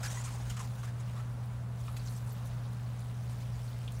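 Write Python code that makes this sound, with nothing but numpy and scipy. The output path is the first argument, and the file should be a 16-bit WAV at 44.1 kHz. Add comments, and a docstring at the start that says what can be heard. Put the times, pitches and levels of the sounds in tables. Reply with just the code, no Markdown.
"""Boots scuff on gritty soil with short squeaks: sand rings, crumbs crush, rubber soles rasp.
A watering can sprinkles bushes in a fenced yard, drops pattering on leaves over a soft wash.
The spray thins, leaves rustle as the can swings back, and the spray returns softly with small ticks.
A steady electric hum, a distant rumble and outdoor air lie underneath."""
import sys
import numpy as np
from scipy import signal
from scipy.fft import rfft, irfft
from scipy.io import wavfile
from scipy.ndimage import uniform_filter1d

SR = 44100
rng = np.random.default_rng(int(sys.argv[2]) if len(sys.argv) > 2 else 0)


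def unload_wav(signal):
    """Save mono or channel-first audio to the path in sys.argv[1] as 16-bit WAV at rate SR, clipped to [-1, 1]."""
    wavfile.write(
        sys.argv[1],
        SR,
        np.round(np.clip(np.atleast_2d(signal).T, -1, 1) * 32767).astype(np.int16),
    )


N = 176400

# boot scuffs: t/s, length/s, grit level/dB, crunch level/dB, sole level/dB, sole start f/Hz, end f/Hz
BOOT_SCUFFS = [(0.0, 0.04, -67, -55, -55, 480, 850), (.027, 0.043, -50.5, -44.5, -49, 1200, 1710),
               (.068, 0.033, -58, -57, -55, 1610, 1310), (.098, 0.033, -49, -50, -52, 920, 700),
               (.138, .08, -51, -54, -53.5, 875, 1080), (.236, .025, -46.5, -57, -52.5, 910, 1080),
               (.265, 0.028, -57, -55, -53, 1490, 1040), (.298, 0.065, -57, -58.5, -56, 1100, 855),
               (.37, 0.063, -63.5, -61.5, -56.5, 1120, 604), (.45, 0.039, -64, -61, -58.5, 1040, 1580),
               (.493, 0.019, -51, -50, -53.5, 1520, 1370), (.52, .028, -60, -68, -67, 1500, 1500),
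               (.563, 0.015, -52, -55, -48.5, 1360, 1250), (.587, .028, -52.5, -52.5, -48, 1170, 1020),
               (.618, 0.037, -60, -58, -55, 884, 840), (.775, 0.022, -65, -72, -59, 1750, 1530),
               (.826, 0.031, -59.5, -58.5, -52.5, 1050, 1310), (.868, 0.026, -65, -62, -57.5, 1580, 1790),
               (.993, 0.0193, -59, -65, -58, 1100, 1090), (1.15, 0.058, -70, -63.5, -55, 990, 1340)]
# sand sliding under a boot: f/Hz, relative level/dB
GRIT_SPECTRUM = [(1500, -13), (3000, -4), (4400, -8.5), (5600, -4.5), (6600, -1), (8000, -1), (9800, -2.5),
                 (11500, -20), (16000, -28)]
# sand grain resonances: f/Hz, width/Hz, gain
SAND_RINGS = [(5900, 110, 1.6), (6380, 120, 1.5), (6720, 120, 1.5), (7170, 130, 1.3), (7650, 100, 1.1)]
# crushed soil crumbs: f/Hz, relative level/dB
CRUNCH_SPECTRUM = [(300, -10.5), (1000, -4), (2200, -2.5), (3500, -6), (5500, -3.5), (9000, -9),
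                   (12500, -13), (16000, -20)]
# spray landing on leaves: t/s, level/dB
SPRAY_LEVELS = [(0, -58.5), (.85, -60.5), (.93, -66.5), (1.1, -61), (1.35, -67), (1.55, -66.5), (1.68, -73),
                (1.82, -59.5), (2.4, -62), (2.7, -64.5), (3.02, -62), (3.15, -63.5), (3.35, -61.5),
                (3.7, -61), (4, -62.5)]
# fine drops on leaves: f/Hz, relative level/dB
DROP_SPECTRUM = [(300, -11), (900, -6.5), (1600, 0), (2500, 2.5), (4000, 0), (6500, -2), (10000, -5),
                 (12500, -10.5), (16000, -4.5)]
# wash of water in the bushes: t/s, level/dB
WASH_LEVELS = [(0, -60), (.9, -65), (1.25, -60.5), (1.7, -66), (2.15, -62.5), (2.4, -59.5), (2.9, -64),
               (3.3, -67.5), (4, -72)]
# electric hum lines: f/Hz, level/dB
HUM_LINES = [(120.0, -38), (178.9, -60.5), (196.7, -60.5), (238.5, -67.5), (250.2, -66.5), (310, -76.5),
             (417.4, -71.5), (447, -73), (676, -74.5), (1976, -81)]
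# distant rumble: f/Hz, relative level/dB
RUMBLE_SPECTRUM = [(20, -20), (30, -21), (40, -9), (56, 3.5), (75, -0.5), (95, -3), (125, -1), (160, -7),
                   (200, -9), (250, -16), (320, -23), (600, -53.5)]
# outdoor air: f/Hz, relative level/dB
AIR_SPECTRUM = [(150, -10.5), (350, -4), (550, 4), (1050, -1), (1500, -4), (2200, -10), (4000, -17),
                (7500, -21), (10000, -19.5), (12500, -30), (15500, -25)]
# short squeaks during the boot scuffs, then small ticks: t/s, level/dB, f/Hz, width/oct, decay/s
SQUEAKS_AND_TICKS = [(.051, -43, 1610, 0.12, 0.012), (.056, -48, 2310, .08, .008),
                     (.081, -49, 5720, .02, .016), (.173, -45.5, 1964, 0.037, .014),
                     (.501, -48.5, 2800, 0.15, .009), (.571, -53, 2980, .08, .007),
                     (1.457, -58.5, 10000, .6, .003), (1.879, -49, 2600, .35, 0.0044),
                     (1.882, -44, 1210, .18, 0.0068), (1.923, -56, 11000, .15, .004),
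                     (1.966, -48, 2480, 0.46, .007), (1.996, -52.5, 4630, 0.1, .005),
                     (2.073, -50.5, 4400, .3, 0.0036), (2.083, -52, 4300, .2, .004),
                     (2.306, -56, 7000, .4, .002), (2.322, -54, 13500, .16, .012),
                     (2.457, -57, 9000, 0.78, 0.0027), (2.73, -61, 10000, .5, .003),
                     (2.992, -57, 7000, 0.43, .004), (3.004, -58, 9500, .3, .004),
                     (3.68, -60, 4300, .12, .008), (3.729, -60, 3900, 0.26, .005),
                     (3.787, -58, 11000, .4, .003), (3.877, -45, 3100, 0.21, 0.007),
                     (3.92, -51.5, 8000, 0.74, .003), (3.991, -57, 10000, .5, .003)]
# leaves brushing past the can: t/s, length/s, level/dB, centre f/Hz
LEAF_RUSTLES = [(1.79, 0.13, -69, 8000), (1.963, 0.015, -54, 6400), (1.99, .04, -65, 5000),
                (2.048, 0.038, -57.5, 6500), (2.095, 0.047, -57, 9200), (2.145, 0.044, -58.5, 6960),
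                (2.2, .05, -73, 8000), (2.26, 0.063, -62, 7000), (2.45, 0.027, -60, 7450),
                (3.285, 0.048, -64, 7500), (3.398, 0.027, -61.5, 4800), (3.63, .035, -64, 7000),
                (3.92, .035, -64, 7000)]

GRAINS_PER_S, GRAIN_SPREAD_DB = 10000, 2.5


def amp(db):
    """Decibels to gain."""
    return 10 ** (np.asarray(db) / 20)


def unit(x):
    """Scales to rms 1."""
    return x / np.sqrt(np.mean(x ** 2) + 1e-20)


def add(mix, start_s, sound):
    """Mixes a sound in at start_s."""
    part = mix[max(round(start_s * SR), 0):][:len(sound)]
    part += sound[:len(part)]


def colour(x, spectrum):
    """Filters by an f/Hz, level/dB table; rms 1."""
    hz, db = np.transpose(spectrum)
    bin_hz = np.fft.rfftfreq(len(x), 1 / SR)
    gain = amp(np.interp(np.log(bin_hz + 1), np.log(hz), db))
    return unit(irfft(rfft(x) * gain, len(x)))


def band(x, hz, width_oct):
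    """Bell-shaped band around hz; rms 1."""
    bin_hz = np.fft.rfftfreq(len(x), 1 / SR)
    offset_oct = np.log2((bin_hz + 1) / hz)
    return unit(irfft(rfft(x) * np.exp(-.5 * (offset_oct / width_oct) ** 2), len(x)))


def resonate(x, hz, width_hz):
    """Resonance following the pitch curve hz; rms 1."""
    carrier = np.exp(2j * np.pi * np.cumsum(hz) / SR)
    pole = np.exp(-np.pi * width_hz / SR)
    baseband = signal.lfilter([1], [1, -2 * pole, pole * pole], x / carrier)
    return unit((carrier * baseband).real)


def clicks(size, per_s, spread_db):
    """Random tiny impacts, most weak, a few strong."""
    strength = amp(spread_db * np.minimum(rng.exponential(1, size), 4.5))
    return strength * rng.choice([-1, 1], size) * (rng.random(size) < per_s / SR)


def patchy(x, depth_db, patch_hz, patch_s):
    """Clumps a sound: short random patches of spectrum rise or drop; rms 1."""
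    size, hop = 256, 64
    spectra = signal.stft(x, nperseg=size, noverlap=size - hop)[2]
    bins = max(round(patch_hz * size / SR), 1)
    frames = max(round(patch_s * SR / hop), 1)
    field = uniform_filter1d(rng.standard_normal(spectra.shape), bins, axis=0)
    field = unit(uniform_filter1d(field, frames, axis=1))
    clumped = signal.istft(spectra * amp(depth_db * field), nperseg=size, noverlap=size - hop)[1]
    return unit(clumped[:len(x)])


def stroke(length_s, attack_s, release_s):
    """Envelope: rise, hold until length_s, decay."""
    t = np.arange(0, length_s + 6 * release_s, 1 / SR)
    return np.minimum(t / attack_s, 1) * np.exp(-np.maximum(t - length_s, 0) / release_s)


def boot_scuff(length_s, grit_db, crunch_db, sole_db, start_hz, end_hz):
    """A boot slides on soil: ringing sand, crushed crumbs, sole rasp."""
    env = stroke(length_s, attack_s=.0068, release_s=.008)
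    sand, crumbs = (clicks(len(env), GRAINS_PER_S, GRAIN_SPREAD_DB) for _ in range(2))
    sand = sand + sum(gain * signal.lfilter(*signal.iirpeak(hz, hz / width_hz, SR), sand)
                      for hz, width_hz, gain in SAND_RINGS)
    sand, crumbs = (patchy(x, depth_db=3, patch_hz=500, patch_s=.022) for x in (sand, crumbs))
    grit = amp(grit_db) * colour(sand, GRIT_SPECTRUM)
    crunch = amp(crunch_db) * colour(crumbs, CRUNCH_SPECTRUM)
    sole = amp(sole_db) * sole_rasp(len(env), length_s, start_hz, end_hz)
    return env * (grit + crunch + sole)


def sole_rasp(size, length_s, start_hz, end_hz, ring_share=.52):
    """A rubber sole rasps; its resonance glides as the foot rolls."""
    hz = np.interp(np.arange(size) / SR, [0, length_s], [start_hz, end_hz])
    ring = resonate(clicks(size, GRAINS_PER_S, GRAIN_SPREAD_DB), hz, width_hz=150)
    rasp = band(clicks(size, GRAINS_PER_S, GRAIN_SPREAD_DB), (start_hz + end_hz) / 2, width_oct=.86)
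    return np.sqrt(ring_share) * ring + np.sqrt(1 - ring_share) * rasp


def spray(taps_db=-8):
    """Fine and big drops patter on leaves, louder as the can tips, over a soft wash."""
    t = np.arange(N) / SR
    spray_db = np.interp(t, *np.transpose(SPRAY_LEVELS))
    wash_db = np.interp(t, *np.transpose(WASH_LEVELS))
    drops = patchy(clicks(N, per_s=2500, spread_db=2), depth_db=2.5, patch_hz=1400, patch_s=.03)
    patter = colour(drops, DROP_SPECTRUM) + amp(taps_db) * leaf_taps()
    wash = band(rng.standard_normal(N), hz=1030, width_oct=.46)
    return amp(spray_db) * patter + amp(wash_db) * wash


def leaf_taps(leaves=24, low_hz=3490, high_hz=11600, decay_cycles=5.9, taps_per_s=400):
    """Big drops each ring one leaf briefly at its own pitch."""
    t = np.arange(SR // 50) / SR
    taps = np.zeros(N)
    for hz in np.geomspace(low_hz, high_hz, leaves):
        ring = np.sin(2 * np.pi * hz * t) * np.exp(-hz * t / decay_cycles)
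        hits = clicks(N, taps_per_s / leaves, spread_db=3)
        taps += signal.oaconvolve(hits, ring)[:N]
    return unit(taps)


def electric_hum():
    """Steady sine lines at random phases, strongest at 120 Hz."""
    t = np.arange(N) / SR
    return sum(amp(db) * np.sqrt(2) * np.sin(2 * np.pi * (hz * t + rng.random()))
               for hz, db in HUM_LINES)


def distant_rumble(level_db=-47):
    """Steady low noise."""
    return amp(level_db) * colour(rng.standard_normal(N), RUMBLE_SPECTRUM)


def outdoor_air(level_db=-56.5):
    """Steady broad noise, strongest in the midrange."""
    return amp(level_db) * colour(rng.standard_normal(N), AIR_SPECTRUM)


def squeak_or_tick(level_db, hz, width_oct, decay_s, attack_s=.0011, skirt_db=-15):
    """Resonant noise burst: a squeak if narrow and longer, a tick if wide and brief."""
    env = stroke(attack_s, attack_s, decay_s)
    noise = rng.standard_normal(len(env))
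    skirt = amp(skirt_db) * band(noise, hz, width_oct=1)
    return amp(level_db) * env * (band(noise, hz, width_oct) + skirt)


def leaf_rustle(length_s, level_db, hz):
    """Leaves brush the can: a short clump of fine crackles."""
    env = stroke(length_s, attack_s=.005, release_s=.0076)
    crackles = clicks(len(env), per_s=2500, spread_db=2)
    crackles = patchy(crackles, depth_db=4.5, patch_hz=1200, patch_s=.017)
    return amp(level_db) * env * band(crackles, hz, width_oct=.74)


def yard_scatter(x, t60_s=.13, gain_db=-9.5, gap_s=.003):
    """Short reflections from ground and fence."""
    t = np.arange(SR // 2) / SR
    tail = clicks(len(t), per_s=1500, spread_db=1.3) * amp(-60 * t / t60_s) * (t > gap_s)
    return amp(gain_db) * signal.fftconvolve(x, tail / np.linalg.norm(tail))[:N]


def scene():
    """Near sounds and their reflections over hum, rumble and air; mono."""
    near = spray()
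    events = (BOOT_SCUFFS, boot_scuff), (LEAF_RUSTLES, leaf_rustle), (SQUEAKS_AND_TICKS, squeak_or_tick)
    for table, source in events:
        for start_s, *row in table:
            add(near, start_s, source(*row))
    return (near + yard_scatter(near) + electric_hum() + distant_rumble() + outdoor_air())[None]


def record(dry):
    """Steep low-pass on the top treble."""
    cutoff_hz = 15800
    lowpass = signal.firwin(511, cutoff_hz, window=("kaiser", 9), fs=SR)
    return signal.oaconvolve(dry, lowpass[None], "same")


dry = scene()
out = record(dry)
unload_wav(out)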